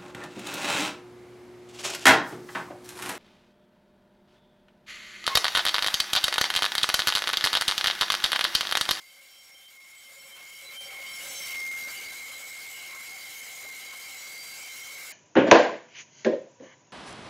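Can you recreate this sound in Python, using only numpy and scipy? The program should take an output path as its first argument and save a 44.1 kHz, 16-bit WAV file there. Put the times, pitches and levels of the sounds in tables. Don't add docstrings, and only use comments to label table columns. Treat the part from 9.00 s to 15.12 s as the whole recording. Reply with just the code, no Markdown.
import sys
import numpy as np
from scipy import signal
from scipy.fft import rfft, irfft, next_fast_len
from scipy.io import wavfile
from scipy.ndimage import uniform_filter1d, map_coordinates

SR = 44100
rng = np.random.default_rng(int(sys.argv[2]) if len(sys.argv) > 2 else 0)


def transcribe(signal):
    frames = np.atleast_2d(signal).T
    limited = np.clip(frames, -1, 1)
    pcm = np.round(limited * 32767).astype(np.int16)
    wavfile.write(sys.argv[1], SR, pcm)


def boost(x):
    u = np.asarray(x, float) / 20
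    return 10 ** u


N = 269892
STEP = 16

STRONG_OVERTONES = (4, 6, 7, 8, 1, 9, 10, 13)
# shallow-cut level, deep-cut level, both in dB re whole sound.
STRONG_REST_DB = [(-16.5, -18.5), (-19, -21), (-15.5, -21), (-25, -22), (-33, -28), (-21, -31),
                  (-20, -29.5), (-21, -29)]
# centre in seconds,
# length in seconds, level in dB re whole sound.
GRAIN_FLARES = [
    [(.12, 0.088, -10), (.2, .05, -18), (.35, 0.055, -3), (.41, .05, -9), (.57, 0.047, -4),
     (.64, 0.1, -1.5), (.98, 0.1, -8), (1.06, 0.034, -12), (1.2, 0.031, -3), (1.27, .04, -14),
     (1.34, 0.053, -1), (1.4, 0.036, -6), (1.5, 0.09, -7.5), (1.59, 0.054, -4), (1.8, 0.12, 3.5),
     (1.93, 0.12, -8.5), (2.12, 0.17, -7), (2.38, 0.047, -13), (2.45, 0.074, -9), (3.35, 0.18, -14),
     (4.38, 0.1, -10.5), (5.03, 0.23, -17), (5.68, 0.11, -12), (5.88, 0.17, -15)],
    [(.05, 0.21, -10), (2.1, 0.083, -12), (1.57, .04, -10), (1.85, 0.12, -20), (2.83, 0.035, -11),
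     (2.9, .03, -16), (2.98, 0.036, -5), (3.07, 0.039, -12), (4.2, 0.29, -18), (4.85, 0.081, -17),
     (5.3, 0.11, -21), (5.45, 0.24, -6), (5.6, 0.12, -31), (5.65, 0.11, -27), (6.1, 0.074, -18)],
    [(.12, 0.035, -22), (.21, 0.039, -27), (.31, 0.088, -11), (.4, 0.11, -12), (.47, 0.034, -11),
     (.53, 0.047, -13), (.58, 0.053, -10), (1.21, 0.025, -9), (1.27, 0.04, -12), (1.57, 0.046, -10),
     (1.85, 0.06, -10), (2.15, 0.052, -7), (2.35, 0.26, -15), (2.59, 0.074, -9), (2.67, 0.069, -14),
     (2.84, 0.048, -16), (5.9, 0.3, -26)],
    [(1.57, .06, -20), (1.83, 0.073, -16), (2.35, 0.3, -10.5), (3.0, .15, -17), (4.38, 0.14, -14),
     (5.77, 0.06, -20), (5.95, 0.12, -18)],
]
# centre in seconds, length in seconds,
# level in dB re whole sound.
FAINT_GRAIN_FLARES = [
    [(.35, 1, -29), (1.94, 0.19, -16), (2.32, 0.08, -24), (2.98, 0.042, -15), (4.14, 0.051, -20),
     (4.67, 0.046, -21), (4.82, 0.046, -30), (5.12, 0.1, -23)],
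    [(.28, .1, -20), (.87, 0.13, -19), (1.15, 0.085, -13), (1.46, .1, -19), (2.25, 0.25, -16),
     (3.7, .1, -22), (4.6, 0.19, -15), (5.2, 0.19, -14), (6.08, 0.11, -16)],
    [(.98, 0.063, -7), (1.24, 0.093, -10), (1.63, .05, -15), (1.86, 0.094, -20), (2.27, 0.38, -14.5),
     (2.76, .04, -13), (2.86, .05, -18), (3.2, .05, -28), (3.36, 0.074, -11), (3.48, 0.21, -11.5),
     (3.74, 0.17, -12), (4.4, 0.22, -20), (4.78, 0.037, -17), (5.2, .2, -13)],
    [(.2, 0.22, -31), (1.12, .08, -12), (1.8, 0.081, -13), (2.2, 0.23, -15)],
]
# multiple of the tooth rate, level in dB re whole sound.
OTHER_OVERTONES = [(2, -32), (3, -27), (5, -26), (11, -26.5), (12, -28), (14, -29), (15, -31), (16, -29),
                   (17, -32), (18, -31), (20, -32)]
# centre in seconds, length in seconds, lift in dB.
GRAIN_BITES = [
    (1.15, .4, 2),
    (1.85, .2, 2),
    (2.28, .3, 4),
    (4.4, .25, 2),
]


def teeth(tooth, belt):
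    def smear(k):
        return (.4 + .075 * k) * wobble(45) + (.45 + .035 * k) * wobble(140)

    lift_db = settled(shallow_db=3.5, deep_db=0) + swells_db(GRAIN_BITES)
    buzz = 0
    for k, rest_db, flares in zip(STRONG_OVERTONES, STRONG_REST_DB, GRAIN_FLARES + FAINT_GRAIN_FLARES):
        resting = boost(settled(*rest_db) + 1.6 * wobble(14))
        flicker = boost(1.5 * wobble(36) + 2.6 * wobble(80))
        gain = (resting + swells(flares, flat=2.4)) * flicker
        buzz = buzz + np.sqrt(2) * gain * np.sin(k * tooth + smear(k))
    for k, db in OTHER_OVERTONES:
        k = round(k)
        gain = boost(db + (k > 8) * lift_db + 3.6 * wobble(24))
        buzz = buzz + np.sqrt(2) * gain * np.sin(k * tooth + smear(k))
    return buzz * (1 + .24 * np.cos(belt - 1.9))


# time in seconds, level in dB re whole sound.
SONG_LEVEL = [(0, -1), (.15, -9), (.62, -7.5), (.8, 0.5), (1.3, -8), (1.5, 0.5), (1.72, 0.5), (1.81, -16),
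              (1.95, 4), (2.22, 0.5), (2.33, -15), (2.45, -2), (2.5, 1.5), (2.74, 6), (2.9, -7),
              (3.05, 1.5), (3.4, -2.5), (4.4, -3), (5.2, -3.5), (5.45, -3.5), (5.6, -3.5), (6.12, -5.5)]
# centre in Hz, half width in Hz.
SONG_BANDS = [(2121, 3.86), (2155, 7.3), (2203, 9.3), (2245, 4.2)]
# shallow-cut level in dB, deep-cut level in dB.
SONG_BANDS_DB = [(-8, -.5), (-1.2, -11), (-11, -8), (-9, -12)]
# centre in seconds, length in seconds,
# change in dB.
LEAD_SPELLS = [
    [(.03, 0.097, 15), (1.05, 0.33, 4.5), (1.55, 0.22, 5.5), (2.1, 0.34, 0), (2.8, 0.39, 14),
     (4.15, 0.26, -4), (4.7, 0.17, 5), (4.9, 0.095, -4)],
    [(.03, 0.16, -13), (.3, 0.23, -2), (2.55, 0.093, 4), (4.12, 0.09, 16), (4.9, 0.17, 13), (5.1, 0.11, -3),
     (5.75, .15, -2)],
    [(.35, 0.55, 9), (1.75, 0.11, 16), (2.9, 0.47, 3), (3.5, 0.67, 6.5), (4.45, .2, 3), (5.0, 0.12, 4)],
    [(.3, 0.52, -11), (2.0, 0.22, 0), (2.7, .2, -17), (5.65, 0.11, 9), (5.95, .12, 16)],
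]


def squeal(wheel, belt):
    sing_db, = curves(SONG_LEVEL)
    blur_db = 2.5 * np.clip(np.arange(N) / SR - 3.37, 0, None)
    song = boost(sing_db + blur_db + settled(-10.5, -8.5)) * band(2163, 60, steep=2.8)
    for (hz, half_hz), mode_db, spells in zip(SONG_BANDS, SONG_BANDS_DB, LEAD_SPELLS):
        level_db = sing_db - blur_db + settled(*mode_db) + 1.2 * wobble(5.5) + swells_db(spells)
        song = song + boost(level_db) * band(hz, 1.49 * half_hz, steep=1.67)
    swing = np.sqrt(np.abs(uniform_filter1d(song ** 2, size=82)) / boost(2 * sing_db))
    flutter = (1 + .38 * np.cos(wheel)) * (1 + .16 * np.cos(belt + .95))
    undertone = boost(.68 * sing_db + settled(-21, -28.5)) * band(1066, 8.1)
    return undertone + song * (swing + .15) ** -.5 * flutter


# frequency in Hz, level in dB per Hz.
CUT_COLOUR = [(12, -58), (20, -40), (652, -12), (771, -13), (912, -14), (1050, -12.5), (1940, -13),
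              (2160, 4.5), (2490, -16), (3020, -13.5), (3670, -16.5), (3990, -16), (7590, -20),
              (14400, -23.5), (15700, -24)]
# centre in Hz, width in
# Hz, level in dB.
SAW_MODES = [(1072, 16, 2), (1330, 97, -4.5), (1585, 47, 3), (2660, 94, -4.5), (2820, 43, -2),
             (4330, 54, -3.5), (5560, 250, -9), (6880, 61, 2.5), (7420, 100, -5),
             (7650, 120, -4.5), (8530, 110, -1), (9140, 110, -11), (9740, 320, -6), (10300, 250, -9.5),
              (10600, 150, -7), (11100, 140, -5), (12200, 180, -1), (12160, 260, -3), (13450, 200, -5),
              (14140, 200, 1.5), (14400, 360, -6), (15500, 82, -3)]
# centre in Hz, width in Hz, level in dB.
BURIED_MODES = [(470, 16, -1), (2970, 49, -9), (4195, 45, -1), (4790, 50, 0), (5130, 66, 0), (5470, 25, -1),
                (5850, 120, -9), (6620, 110, 3), (6770, 65, -3), (7530, 340, -1.5), (7690, 82, 1.5)]
# shallow-cut level, deep-cut level, both in dB re whole sound.
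CUT_PARTS_DB = [
    (-16, -12.5),
    (-6, -5.5),
    (-5.5, -6),
]
# centre in seconds, length in seconds, change in dB.
NOISE_SWINGS = [(.68, 0.035, 2), (.8, 0.035, -3), (.88, .04, 2), (1.7, 0.037, -2.5), (1.79, 0.038, -1.5),
                (2.2, .04, 0), (2.74, 0.13, 3.5), (3.05, .04, 0.5), (3.24, .05, 0), (3.44, 0.042, 0.5),
                (4.19, 0.031, -4)]
# centre in seconds, length in seconds, level in dB re whole sound.
KNOT_THUDS = [
    (1.41, 0.15, -8.5),
    (2.24, 0.081, -13),
    (2.55, 0.082, -32),
    (2.97, 0.31, -16),
    (3.944, 0.11, -12),
    (4.926, 0.074, -14),
    (5.24, 0.086, -12),
    (6.03, 0.064, -23),
]
# centre in seconds, length in seconds, level in dB re whole sound.
CHIP_SPITS = [
    (1.384, 0.044, -22),
    (1.566, 0.058, -3),
    (1.85, .06, -32),
    (2.5, .06, -23),
    (2.66, 0.059, -22),
    (2.84, 0.047, -11),
    (2.965, 0.07, -5),
    (3.86, .08, -21),
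    (4.403, 0.13, -10),
]
# centre in seconds, length in seconds,
# level in dB re whole sound.
TABLE_SHUDDERS = [(0.206, 0.09, -18), (0.373, .06, -21), (0.53, 0.09, -16), (1.106, 0.064, -16),
                  (1.245, 0.16, -15), (1.41, 0.041, -19), (1.704, 0.21, -18.5), (1.925, 0.17, -8.5),
                  (2.287, 0.21, -21), (2.882, 0.065, -14), (3.342, 0.13, -19.5), (4.656, 0.045, -10.5)]


def cut(tooth, wheel, belt):
    colour_hz, colour_db = np.transpose(CUT_COLOUR)

    def below(hz, edge_hz):
        return 1 / (1 + (hz / edge_hz) ** 6)

    def resonance(hz, rows):
        return sum(boost(db) ** 2 / (1 + (2 * (hz - centre) / width) ** 2) for centre, width, db in rows)

    def body(hz):
        colour = boost(np.interp(np.log(hz + 1), np.log(colour_hz + 1), colour_db))
        return colour * np.sqrt(1 + 4 * boost(-1.0) * resonance(hz, SAW_MODES))

    surge = boost(.4 * wobble(20) + 2.3 * wobble(62) + .3 * np.cos(belt - 2.2))
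    strokes = (1 + .2 * np.cos(tooth)) * (1 + .14 * np.cos(wheel + np.pi))
    gate = strokes * surge * boost(swells_db(NOISE_SWINGS))
    noise = gate * patchy(depth_db=2.6, wide=4, long=10)
    rung = filtered(noise, body)
    buried = unit(filtered(noise, lambda hz: resonance(hz, BURIED_MODES)))

    def part(share):
        return unit(filtered(rung, lambda hz: np.sqrt(np.abs(share(hz)))))

    block = part(lambda hz: below(hz, 2200))
    chips = part(lambda hz: below(hz, 7730) - below(hz, 2650))
    tips = part(lambda hz: 1 - below(hz, 9500))
    block_gain, chips_gain, tips_gain = [boost(settled(*level_db)) for level_db in CUT_PARTS_DB]
    block_gain = block_gain + swells(TABLE_SHUDDERS) + swells(KNOT_THUDS)
    tips_gain = tips_gain + swells(CHIP_SPITS)
    return block_gain * block + chips_gain * chips + tips_gain * tips + boost(settled(-37, -14.5)) * buried


# centre in seconds, length in seconds,
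# level in dB re whole sound.
THIRD_OVERTONE_FLARES = [
    (.25, 0.17, -17),
    (.9, 0.091, -21),
    (1.3, .08, -12),
    (1.8, 0.2, -6),
    (1.92, .1, -7),
    (2.08, 0.11, -13),
    (2.32, 0.46, -21),
    (2.95, 0.12, -10),
    (5.07, 0.091, -13),
    (5.65, .1, -7),
]


def third_overtone():
    return swells(THIRD_OVERTONE_FLARES) * band(2338, 29, steep=3.0)


# centre in seconds, length in seconds, level in dB re whole sound.
SPLINTER_SQUEAKS = [
    (2.85, 0.034, -9),
    (4.35, .15, -18),
    (5.24, .1, -9),
    (5.46, 0.076, -11),
    (5.635, 0.056, -7),
    (5.72, .05, -13),
    (5.81, 0.091, -8),
]


def splinter_squeaks():
    return swells(SPLINTER_SQUEAKS) * band(5710, 30, steep=1.8)


# centre in seconds, length in seconds, level in dB re whole sound.
GUIDE_RUBS = [(.26, 0.12, -21), (1.54, .04, -25), (1.63, 0.044, -12), (1.69, 0.07, -6), (2.38, 0.12, -16),
              (2.6, .12, -23), (3.12, 0.14, -26), (3.32, 0.14, -12.5), (3.5, 0.089, -23),
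              (3.92, 0.064, -11), (4.65, 0.13, -15), (5.1, 0.25, -24), (5.6, 0.44, -35)]


def guide():
    rough = boost(2 * wobble(25)) * band(3992, 16, steep=1.5)
    return (boost(settled(-20.5, -16)) + swells(GUIDE_RUBS)) * rough


# centre in seconds, length in seconds, level in dB re whole sound.
BLOCK_SCRAPES = [(1.42, 0.09, -19), (1.58, 0.11, -6), (1.85, 0.074, -13), (2.05, 0.078, -3.5),
                 (2.22, .06, -6.5), (2.53, 0.09, -6), (2.96, 0.064, 0), (3.03, 0.086, -12),
                 (3.78, 0.13, -6), (4.82, .08, -10), (5.25, 0.053, -13)]


def block_and_table():
    table = (boost(settled(-25.5, -28)) + swells(TABLE_SHUDDERS)) * band(549.8, 15, steep=1.36)
    block = boost(settled(-14, -20) + 1.4 * wobble(6.4)) * band(3330, 190, steep=0.88)
    panel = swells(BLOCK_SCRAPES) * band(2920, 93, steep=1.2)
    return table + block + panel


# frequency in Hz, level in dB re whole sound.
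MOTOR_TONES = [(712, -30), (1366, -30.5)]


def motor():
    hum = boost(-62 + 3.4 * wobble(8.4) + 3.3 * wobble(15)) * band(200, 240, steep=6.0)
    for hz, db in MOTOR_TONES:
        gain = boost(db + settled(2.5, .5) + .6 * wobble(2.71))
        hum = hum + np.sqrt(2) * gain * np.sin(turns(hz, .9, 8))
    return hum


def unit(x):
    return x / np.sqrt(np.mean(x ** 2) + 1e-20)


def curves(rows):
    s, *columns = np.transpose(rows)
    return [np.interp(np.arange(N) / SR, s, column) for column in columns]


def wobble(rate):
    coarse = np.arange(0, N + STEP, STEP)
    knots = rng.standard_normal(int(N * rate / SR) + 4)
    return np.interp(np.arange(N), coarse, map_coordinates(knots, [coarse * rate / SR], order=2))


def turns(hz, spread_hz=0, rate=30):
    return 2 * np.pi * (rng.random() + np.cumsum(hz + spread_hz * wobble(rate)) / SR)


def filtered(x, response):
    m = next_fast_len(N + 8192)
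    return irfft(rfft(x, m) * response(np.fft.rfftfreq(m, 1 / SR)), m)[:N]


def patchy(depth_db, wide=8, long=10):
    z = signal.stft(rng.standard_normal(N + 512), nperseg=512)[2]
    field = uniform_filter1d(rng.standard_normal(z.shape), int(wide), 0)
    field = uniform_filter1d(field, int(long), 1)
    return signal.istft(z * boost(depth_db * unit(field)), nperseg=512)[1][:N]


def band(centre_hz, half_hz, steep=1.87):
    noise = rng.standard_normal(N)
    return unit(filtered(noise, lambda hz: 1 / (1 + np.abs((hz - centre_hz) / half_hz) ** steep)))


def settled(shallow_db, deep_db):
    settle_s, width_s = 2.64, .04
    return shallow_db + (deep_db - shallow_db) / (1 + np.exp((settle_s - np.arange(N) / SR) / width_s))


def bells(rows, heights, flat):
    t = np.arange(0, N + STEP, STEP) / SR
    bumps = sum(h * np.exp(-np.abs(2 * (t - s) / length) ** flat) for (s, length, _), h in zip(rows, heights))
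    return np.interp(np.arange(N) / SR, t, bumps)


def swells(rows, flat=2):
    return bells(rows, [boost(db) for _, _, db in rows], flat)


def swells_db(rows):
    return bells(rows, [db for _, _, db in rows], flat=2)


# time in seconds, teeth a second.
BLADE_SPEED = [(0, 771), (.12, 776), (.3, 785), (.65, 785), (.85, 779), (1.2, 780), (1.7, 783), (2.5, 783),
               (2.8, 778), (6.12, 777.5)]


def scene():
    speed, = curves(BLADE_SPEED)
    tooth = turns(speed, 2, 12)
    belt = 2 * np.pi * np.cumsum(speed) / SR / 57.55
    wheel = 6 * belt + .7 + .5 * wobble(4)
    saw = teeth(tooth, belt) + squeal(wheel, belt) + cut(tooth, wheel, belt)
    rings = third_overtone() + splinter_squeaks() + guide() + block_and_table()
    mix = saw + rings + motor()
    return np.array([mix, mix])


def band_limit(x):
    return signal.sosfilt(signal.butter(12, 15810, fs=SR, output="sos"), x)


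# time in seconds, level in dB rms.
PLAYBACK_LEVEL = [(0.0, -52.5), (0.73, -52), (1.67, -45), (1.81, -41), (1.89, -42.5), (1.99, -41),
                  (2.38, -37), (2.57, -35), (2.66, -35), (2.71, -35.5), (3.0, -39), (3.34, -41),
                  (4.99, -41.5), (6.12, -41)]


def record(dry):
    mic = dry[0]
    top, hardness = .52, 2
    mean_power = np.abs(uniform_filter1d(mic ** 2, size=21))
    drive = np.sqrt(.65 * mic ** 2 + .35 * mean_power)
    clipped = mic / (1 + (drive / top) ** hardness) ** (1 / hardness)

    def tone(hz):
        bass_cut = 1j * hz / (42 + 1j * hz)
        treble_cut = (hz < 15750) / (1 + 1j * hz / 16000)
        phase_turn = (5000 - 1j * hz) / (5000 + 1j * hz)
        return bass_cut * treble_cut * phase_turn

    track = boost(curves(PLAYBACK_LEVEL)[0]) * unit(filtered(clipped, tone))
    return band_limit(np.array([track, track]))


dry = scene()
out = record(dry)
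transcribe(out)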